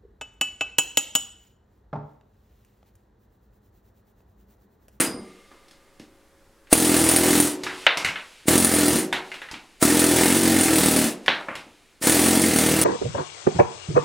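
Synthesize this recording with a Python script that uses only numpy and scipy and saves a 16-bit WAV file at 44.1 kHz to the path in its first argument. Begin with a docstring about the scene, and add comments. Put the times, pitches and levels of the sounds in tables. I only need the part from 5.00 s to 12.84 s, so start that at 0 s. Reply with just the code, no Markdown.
"""A bare room with a plastered stone wall: an air hammer chisels a channel into it in short bursts.
Each piston stroke thumps the wall, puffs out air as a dying hiss and makes the steel chisel ring and plaster crack.
In the pauses chunks crunch, clink and thud as they land, crumbs patter and fine sand hisses down the wall.
A faint machine hum stops just before the second burst; in the first pause the lifted chisel rings on.
The sound is nearly mono, and an automatic gain ducks it whenever the level passes a limit."""
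import sys
import numpy as np
from scipy import signal
from scipy.fft import rfft, irfft, next_fast_len
from scipy.io import wavfile

SR = 44100
rng = np.random.default_rng(int(sys.argv[2]) if len(sys.argv) > 2 else 0)


def store_wav(level_fs):
    """Save 16-bit WAV to argv[1]."""
    pcm = np.round(np.clip(np.atleast_2d(level_fs), -1, 1) * 32767)
    wavfile.write(sys.argv[1], SR, pcm.T.astype(np.int16))


N = 345744
LEAD = SR // 2  # samples of run-up, so that hammer and room are already sounding at the start
TIME = np.arange(-LEAD, N) / SR  # s
SIZE = len(TIME)


def from_db(db):
    """Decibels to gain."""
    return 10 ** (np.asarray(db) / 20)


def unit_energy(x):
    """Scale a response so that it passes white noise at the same level."""
    return x / np.sqrt(np.sum(x ** 2) + 1e-20)


def at_hz(points, hz):
    """Read a table on a log-frequency axis."""
    f, value = np.transpose(points)
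    return np.interp(np.log(np.maximum(hz, 1)), np.log(f), value)


def noise(spectrum):
    """Steady noise of a given colour, rms 1."""
    length = next_fast_len(SIZE)
    gain = from_db(at_hz(spectrum, np.linspace(0, SR / 2, length // 2 + 1)))
    coloured = irfft(rfft(rng.standard_normal(length)) * gain)[:SIZE]
    return unit_energy(coloured) * np.sqrt(SIZE)


def narrow(hz, width_hz):
    """Noise in one narrow resonance, rms 1: a tone that wavers faster the wider it is."""
    f = np.linspace(0, SR / 2, next_fast_len(SIZE) // 2 + 1)
    lines = rng.standard_normal(len(f)) + 1j * rng.standard_normal(len(f))
    resonance = 1 / (1 + ((f - hz) / width_hz * 2) ** 2)
    return unit_energy(irfft(lines * resonance)[:SIZE]) * np.sqrt(SIZE)


def butter(x, hz, kind, order=2):
    """Causal Butterworth filter."""
    return signal.sosfilt(signal.butter(order, hz, kind, fs=SR, output="sos"), x + 1e-18)


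def lagged(x, lag_s):
    """One-pole average."""
    keep = np.exp(-1 / (lag_s * SR))
    return signal.lfilter([1 - keep], [1, -keep], x + 1e-18)


def clicks(times, sizes):
    """One impulse per contact."""
    at = np.clip(np.round(np.asarray(times) * SR).astype(int) + LEAD, 0, SIZE)
    return np.bincount(at, sizes, SIZE + 1)[:SIZE]


def through(x, response):
    """Play a signal through an impulse response."""
    return signal.oaconvolve(x, response)[:SIZE]


def fading(x, t60):
    """Each impulse becomes an envelope that jumps up and dies away by 60 dB in t60 seconds."""
    return signal.lfilter([1], [1, -from_db(-60 / (t60 * SR))], x + 1e-18)


def rings(modes):
    """One decaying wave per mode, its spectral peak at the mode's level; their energies sum to 1."""
    t = np.arange(SR // 2) / SR
    waves = [from_db(db - 60 * t / t60) / t60 * np.sin(2 * np.pi * hz * t) for hz, db, t60 in modes]
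    return unit_energy(np.array(waves))


def strike(times, sizes, modes, spread_db):
    """Every contact excites every mode with a strength and sign of its own."""
    chance = rng.standard_normal((len(times), len(modes), 2))
    strength = from_db(spread_db * chance[..., 0]) * np.sign(chance[..., 1]) * sizes[:, None]
    waves = strength @ rings(modes)[:, :SR // 4]
    out = np.zeros(SIZE + SR)
    for s, wave in zip(times, waves):
        start = max(round(s * SR) + LEAD, 0)
        out[start:start + len(wave)] += wave
    return out[:SIZE]


# colour of the room tone: (f/Hz, relative level/dB per Hz)
ROOM_TONE = [(25, 0.5), (150, -13), (230, -9.5), (380, -6.5), (600, -14.5), (900, -15), (1800, -17),
             (2600, -24.5), (10000, -28.5), (16000, -36.5)]
# faint machine hum: (f/Hz, rms level/dB)
MACHINE_HUM = [(323, -74), (549, -67)]


def background(tone_db=-58.5, hum_ends_s=1.7, tone_drop_db=3):
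    """Room tone under the hum and rumble of a distant machine; when it stops, the tone drops too."""
    hum = sum(np.sqrt(2) * from_db(db) * np.sin(2 * np.pi * hz * TIME) for hz, db in MACHINE_HUM)
    running = TIME < hum_ends_s
    return from_db(tone_db - tone_drop_db * ~running) * noise(ROOM_TONE) + hum * running


# how long each band lingers in the room: (f/Hz, T60/s)
ROOM_DECAY = [(80, 0.093), (280, 0.56), (700, 0.6), (2000, 0.27), (5000, 0.25), (9000, 0.18),
              (15000, 0.067)]


def diffuse(x, late_s=0.0031):
    """Dense reflections: each band's energy lingers as noise for its own time. Returns mid and side."""
    edges = np.geomspace(60, 17000, 17)  # Hz
    white = rng.standard_normal((2, 2, SIZE))
    out = 0
    for k, band in enumerate(zip(edges, edges[1:])):
        t60 = at_hz(ROOM_DECAY, np.sqrt(band[0] * band[1]))
        power = butter(x, band, "band", order=3) ** 2
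        energy = lagged(lagged(power, t60 / np.log(1e6)), late_s)
        wash = butter(white[k % 2], band, "band", order=3)  # neighbouring bands use separate noise
        out = out + np.sqrt(energy) * wash / wash.std()
    return out


def reflections(x, count=48, first_s=.003, span_s=.06, t60=0.28, dull_hz=11000):
    """Early echoes off the nearby walls, beams and floor, weaker the later they arrive."""
    delay = first_s + span_s * rng.random(count)
    strength = from_db(-60 * delay / t60) * rng.choice([-1, 1], count)
    taps = np.bincount((delay * SR).astype(int), strength)
    return butter(through(x, unit_energy(taps)), dull_hz, "low", order=1)


def sand(swell_s=0.24, fade_db_per_s=17):
    """After each burst fine sand trickles down the wall as a soft hiss that swells and dies."""
    flow = 0
    for rate, (*_, sand_db) in zip(BLOW_RATES, HAMMER_BURSTS):
        since = np.maximum(TIME - rate[-1][0], 0)
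        flow = flow + np.minimum(since / swell_s, 1) * from_db(sand_db - fade_db_per_s * since)
    return flow * noise([(800, -4.5), (2500, 5), (6000, -3.5), (10000, -7), (15500, -26)])


# colour of falling grit, for crumbs and rubble: (f/Hz, relative level/dB per Hz)
GRIT_COLOUR = [(400, 1.5), (1200, 1), (3000, 1), (5000, 2), (8000, -6.5), (11000, -9), (15500, -35)]


def crumbs(blow_times, fall_s=0.12, scatter_s=.42, level_db=-44, spread_db=4, tick_t60=0.0035):
    """Each blow loosens one crumb, which ticks on the floor after a fall of its own length."""
    times = blow_times + fall_s + scatter_s * rng.random(len(blow_times))
    uneven = np.clip(rng.standard_normal(len(times)), -2, 2)
    return fading(clicks(times, from_db(level_db + spread_db * uneven)), tick_t60) * noise(GRIT_COLOUR)


# chunks landing: (t/s, relative knock level/dB, relative gritty splash level/dB, top of the knock f/Hz)
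CHUNKS = [(0.515, -32.5, -59, 1300), (.683, -64, -53.5, 4500), (0.71, -66, -49, 4500),
          (.997, -47, -48, 4500), (1.671, -44.5, -61.5, 4540), (2.635, -27.5, -23.5, 5000),
          (2.666, -11, -39.5, 5000), (2.831, -33, -52, 4500), (2.866, 5.5, -63, 4600),
          (2.972, -9, -18.5, 4800), (3.047, -8.5, -20, 5500), (3.158, -20, -60, 4000),
          (4.127, -7.5, -26, 6000), (4.317, -24.5, -44, 4000), (4.341, -24.5, -41, 3870),
          (4.417, -24.5, -45, 3870), (4.487, -29.5, -58, 4500), (4.513, -51, -34, 4500),
          (4.54, -23.5, -66, 4300), (6.261, -28.5, -36, 4500), (6.281, 0.5, -36, 4500),
          (6.485, -14, -66, 2220), (6.554, -25, -35, 3685)]
# colour of the crunch: (f/Hz, relative level/dB per Hz)
STONE_COLOUR = [(90, -49), (160, -5.5), (380, -7.5), (700, -6), (1300, -7), (2100, -1.5), (3100, -8),
                (4100, -17.5), (5200, -55), (9000, -84)]
# clink of a chunk as it lands: (f/Hz, relative level/dB, T60/s)
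CHUNK_CLINK = [(953, -2, 0.24), (1280, -6.5, 0.26), (2060, 8.5, .15), (2184, 1, 0.39), (3480, -8.5, 0.021)]


def rubble(knock_db=-4, knock_t60=0.031, clink_db=7, span=6, splash_db=2, splash_t60=0.042):
    """Chunks crunch briefly as they land, clink in their own modes and shed a splash of grit."""
    times, knock, splash, tops = np.transpose(CHUNKS)
    stone = noise(STONE_COLOUR)
    out = fading(clicks(times, from_db(splash + splash_db)), splash_t60) * noise(GRIT_COLOUR)
    for s, db, top_hz in zip(times, knock, tops):
        crunch = fading(clicks([s], from_db([db + knock_db])), knock_t60) * stone
        clink = strike([s], from_db([db + clink_db]), CHUNK_CLINK, spread_db=2.0)
        # soft plaster lands duller than stone
        landing = butter(crunch + clink, top_hz / span, "high", order=1)
        out = out + butter(landing, top_hz, "low", order=5)
    return out


# ring of the chisel once it is lifted from the wall: (f/Hz, relative level/dB, T60/s)
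FREE_CHISEL = [(1200, -13.5, 3.5), (2110, -11, 2.6), (4960, 9, 0.38), (9100, 5.5, 0.5)]


def ring_out(lift_s=0.076, level_db=-45, waver=0.039):
    """Free of the wall the chisel is hardly damped: a faint wavering ring, steady until the lift, then dying."""
    t = np.maximum(TIME - lift_s, 0)
    return sum(from_db(level_db + db - 60 * t / t60) * narrow(hz, waver * hz) for hz, db, t60 in FREE_CHISEL)


# bursts: (trigger squeezed t/s, relative force level/dB, relative wall boom level/dB,
#          extra level on the first blow/dB, level lost by the last blow/dB, loosened sand level/dB)
HAMMER_BURSTS = [(-.42, -2.5, -8, 7, 1.5, -53), (1.719, 1, 0, 0.5, 19, -37.5),
                 (3.478, -2.5, 1.5, -1, 43, -47.5), (4.817, -1.5, -0.5, -2, 15, -48),
                 (7.025, -5.5, 0, 0.5, -0.5, -72)]
# piston speed from first blow to last, one curve per burst: (t/s, blows per s)
BLOW_RATES = [
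    [(-.4, 39.5), (.025, 39.5)],
    [(1.729, 38.53), (1.79, 43.58), (2.01, 40.45), (2.377, 42.37), (2.509, 40.86)],
    [(3.484, 39.81), (3.592, 44.4), (3.895, 41.31), (4.029, 30.69)],
    [(4.827, 37.7), (4.912, 43.42), (5.19, 40.57), (5.348, 46.83), (5.56, 45.06), (5.682, 39.94),
     (6.08, 37.8)],
    [(7.072, 39.43), (7.246, 44.3), (7.324, 43.12), (7.4, 47.77), (7.528, 38.77), (7.826, 40.09)],
]
# what every blow sets off, before its own force
BOOM_DB, THUMP_DB, HISS_DB, RING_DB = -14.5, -12.5, -17, -22
# the full hose changes the force of the first blows; then the pressure sags
SURGE_S, SAG_DB_PER_S = 0.13, 4.5
# the last blows change in force as the trigger is let go
RELEASE_S = 0.022
# the chisel rings more until it is seated, and again as it is eased off the wall
LOOSE_DB, SEAT_S, EASE_S = 4, .04, .09


def blows():
    """The piston strikes once per cycle: rows of time, boom, thump, hiss and ring strength."""
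    rows = []
    for rate, (_, force_db, boom_db, surge_db, loss_db, _) in zip(BLOW_RATES, HAMMER_BURSTS):
        s, per_s = np.transpose(rate)
        t = np.arange(s[0], s[-1], 1 / SR)
        cycles = np.cumsum(np.interp(t, s, per_s)) / SR
        times = np.interp(np.arange(int(cycles[-1]) + 1), cycles, t)
        since, until = times - times[0], times[-1] - times
        surge = surge_db * np.exp(-since / SURGE_S)
        loss = loss_db * np.exp(-until / RELEASE_S)
        force = force_db + surge - SAG_DB_PER_S * since - loss
        loose = LOOSE_DB * (np.exp(-since / SEAT_S) + np.exp(-until / EASE_S))
        period = SR / np.interp(times, s, per_s)  # a blow carries the energy of one whole cycle
        parts = (BOOM_DB + boom_db, THUMP_DB, HISS_DB, RING_DB + loose)
        rows.append([times] + [from_db(force + db) * np.sqrt(period) for db in parts])
    return np.hstack(rows)


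# boom of wall and room: (f/Hz, relative level/dB, T60/s)
WALL_BOOM = [(92.5, 0, 0.75), (127.6, -15, 0.67), (160.6, 0.5, 0.55), (198.2, 11, 0.63),
             (228.7, 16.5, 0.23)]
# higher resonances of wall and beams: (f/Hz, relative level/dB, T60/s)
BEAM_RING = [(269, 3, 0.063), (295.7, 8.5, 0.46), (320.9, 9, 0.52), (371.4, 2.5, 0.87), (445, -15.5, 1),
             (468, -4, 0.37), (470, -6, 0.86), (618, -5.5, 0.14), (777.4, 0, 0.39)]


def thumps(booms, pushes, puff_band_hz=(250, 420), puff_db=-11, wall_db=-1, beam_db=1,
           rumble_hz=68, beam_low_hz=230, soft_hz=560):
    """Each push is a short, soft pressure pulse followed by the ringing of wall and beams."""
    puff = unit_energy(butter(signal.unit_impulse(SR // 10), puff_band_hz, "band"))
    beams = butter(through(pushes, rings(BEAM_RING).sum(0)), beam_low_hz, "high")
    wall = butter(through(booms, rings(WALL_BOOM).sum(0)), rumble_hz, "high", order=4)
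    body = from_db(puff_db) * through(pushes, puff) + from_db(beam_db) * beams + from_db(wall_db) * wall
    return butter(body, soft_hz, "low")


def valve(shut_db=-65, leak_db=-25.5, rise_s=0.023, fade_s=0.15):
    """Level of the air leak: it swells as the trigger is squeezed, holds, and fades once the piston runs."""
    out = 0
    for rate, (squeezed, *_) in zip(BLOW_RATES, HAMMER_BURSTS):
        first = max(rate[0][0], squeezed)
        when = [squeezed - rise_s, squeezed, first, first + fade_s]
        level = np.interp(TIME, when, [shut_db, leak_db, leak_db, shut_db], left=-np.inf, right=-np.inf)
        out = out + from_db(level)
    return out


# colour of the air jet: (f/Hz, relative level/dB per Hz)
JET_COLOUR = [(260, -29), (450, -6.5), (530, 2), (572, -5), (843, -2), (1050, -10.5), (1300, -6),
              (2070, -5.5), (2400, -9.5), (6830, -8.5), (9480, -3.5), (11700, -14), (16000, -13.5)]
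# the jet whistles at the edges of the port: (f/Hz, width/Hz, level against the jet/dB)
PORT_WHISTLES = [(7970, 160, -14.5), (9330, 69, -10), (13500, 200, -20), (14900, 70, -26),
                 (15490, 42, -14.5)]


def exhaust(times, sizes, vent_t60=0.12, vent_db=-2.5, uneven_db=1.85):
    """The port opens on every stroke and the jet dies down; the valve leaks around the start of a burst."""
    uneven = from_db(uneven_db * rng.standard_normal(len(times)))
    vents = fading(clicks(times, sizes * uneven), vent_t60)
    vents = vents * np.sqrt(np.log(1e6) / (vent_t60 * SR))  # same energy per puff whatever its length
    whistles = sum(from_db(db) * narrow(hz, width_hz) for hz, width_hz, db in PORT_WHISTLES)
    return (from_db(vent_db) * vents + valve()) * (noise(JET_COLOUR) + whistles)


# chisel and barrel: (f/Hz, relative level/dB, T60/s)
STEEL_RING = [(1309, 0, 0.026), (2083, 0.5, 0.0073), (2700, -0.5, 0.033), (4500, -12.5, 0.048),
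              (6400, -7.5, 0.026), (8000, -0.5, 0.058), (10700, -0.5, 0.059), (9530, 2, 0.042),
              (9350, 7, 0.0057), (12200, 6, 0.053), (15000, -23, 0.031), (15490, 3.5, 0.18)]


def chisel(times, sizes, forces, ring_db=-5, crack_db=-30, crack_t60=0.041, bite_db=1.5, jitter_s=.0003):
    """Steel rings in its modes and plaster cracks as a noise burst; some blows bite harder than others."""
    late, bite = rng.standard_normal((2, len(times)))
    times = times + jitter_s * late
    bite = from_db(bite_db * np.clip(bite, -2, 2))
    plaster = noise([(1000, -15.0), (4000, 0), (7000, -14.5), (9500, -10.0), (12000, -23.5), (16000, -0.5)])
    crack = fading(clicks(times, forces * bite), crack_t60) * plaster
    ring = strike(times, sizes * bite, STEEL_RING, spread_db=6.5)
    return from_db(ring_db) * ring + from_db(crack_db) * crack


def gain_control(x, limit_db=-14, attack_s=0.012, release_db_per_s=30, window_s=0.0034):
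    """The gain drops quickly when the first channel's level passes the limit and creeps back afterwards."""
    over = np.maximum(10 * np.log10(lagged(x[0] ** 2, window_s)) - limit_db, 0)
    creep = release_db_per_s * TIME
    held = np.maximum.accumulate(over + creep) - creep
    return x * from_db(-lagged(held, attack_s))


# dull low thuds: tool bumps, piston stirs before a burst, heavy chunks landing on a board:
# (t/s, relative level/dB)
LOW_THUDS = [(.082, 0), (.138, -6), (.194, -9.5), (0.999, -14), (3.456, -13), (4.532, -14.5), (6.291, -3.5),
             (6.484, -11.5), (6.667, -22.5), (7.014, -8), (7.039, 0)]


def scene(puff_lead_s=0.002036, thump_echo_db=-9, tool_echo_db=0, rubble_echo_db=-4, thump_room_db=-10.5,
          tool_room_db=-6, rubble_room_db=-2, side_db=-14, side_low_hz=420, port_hiss_db=-72):
    """Hammer and rubble in the room, as picked up by two close ports under automatic gain."""
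    times, boom, thump, hiss, ring = blows()
    thud_s, thud_db = np.transpose(LOW_THUDS)
    late, force = rng.standard_normal((2, len(times)))
    pushed = times - puff_lead_s + .00014 * late
    uneven = from_db(.7 * force)
    thuds = clicks(thud_s, from_db(thud_db))
    low = thumps(clicks(pushed, boom * uneven) + thuds, clicks(pushed, thump * uneven) + thuds)
    tool = exhaust(times - .0015, hiss) + chisel(times, ring, hiss)
    falling = rubble() + crumbs(times[times > 1])  # no crumbs from the first burst
    # early echoes first, then the diffuse tail that they feed
    low = low + from_db(thump_echo_db) * reflections(low)
    tool = tool + from_db(tool_echo_db) * reflections(tool)
    falling = falling + from_db(rubble_echo_db) * reflections(falling)
    room, room_side = diffuse(from_db(thump_room_db) * low + from_db(tool_room_db) * tool)
    rubble_room = from_db(rubble_room_db) * diffuse(falling)[0]
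    mid = low + tool + room + falling + rubble_room + ring_out() + sand() + background()
    port_hiss = noise([(50, 15), (300, -6.5), (1500, -10.0), (5000, -8.5), (15000, -14.5)])
    side = from_db(side_db) * butter(room_side, side_low_hz, "high", order=1)
    side = side + from_db(port_hiss_db) * port_hiss
    return gain_control(np.array([mid + side, mid - side]))[:, LEAD:]


def record(dry, notch_hz=5940, notch_q=70, cutoff_hz=15900):
    """The recorder has a narrow notch, clips peaks beyond full scale and cuts the top."""
    notched = signal.lfilter(*signal.iirnotch(notch_hz, notch_q, fs=SR), dry)
    top_cut = signal.ellip(10, .2, 80, cutoff_hz, fs=SR, output="sos")
    return signal.sosfilt(top_cut, np.clip(notched, -1, 1))


dry = scene()
out = record(dry)
store_wav(out)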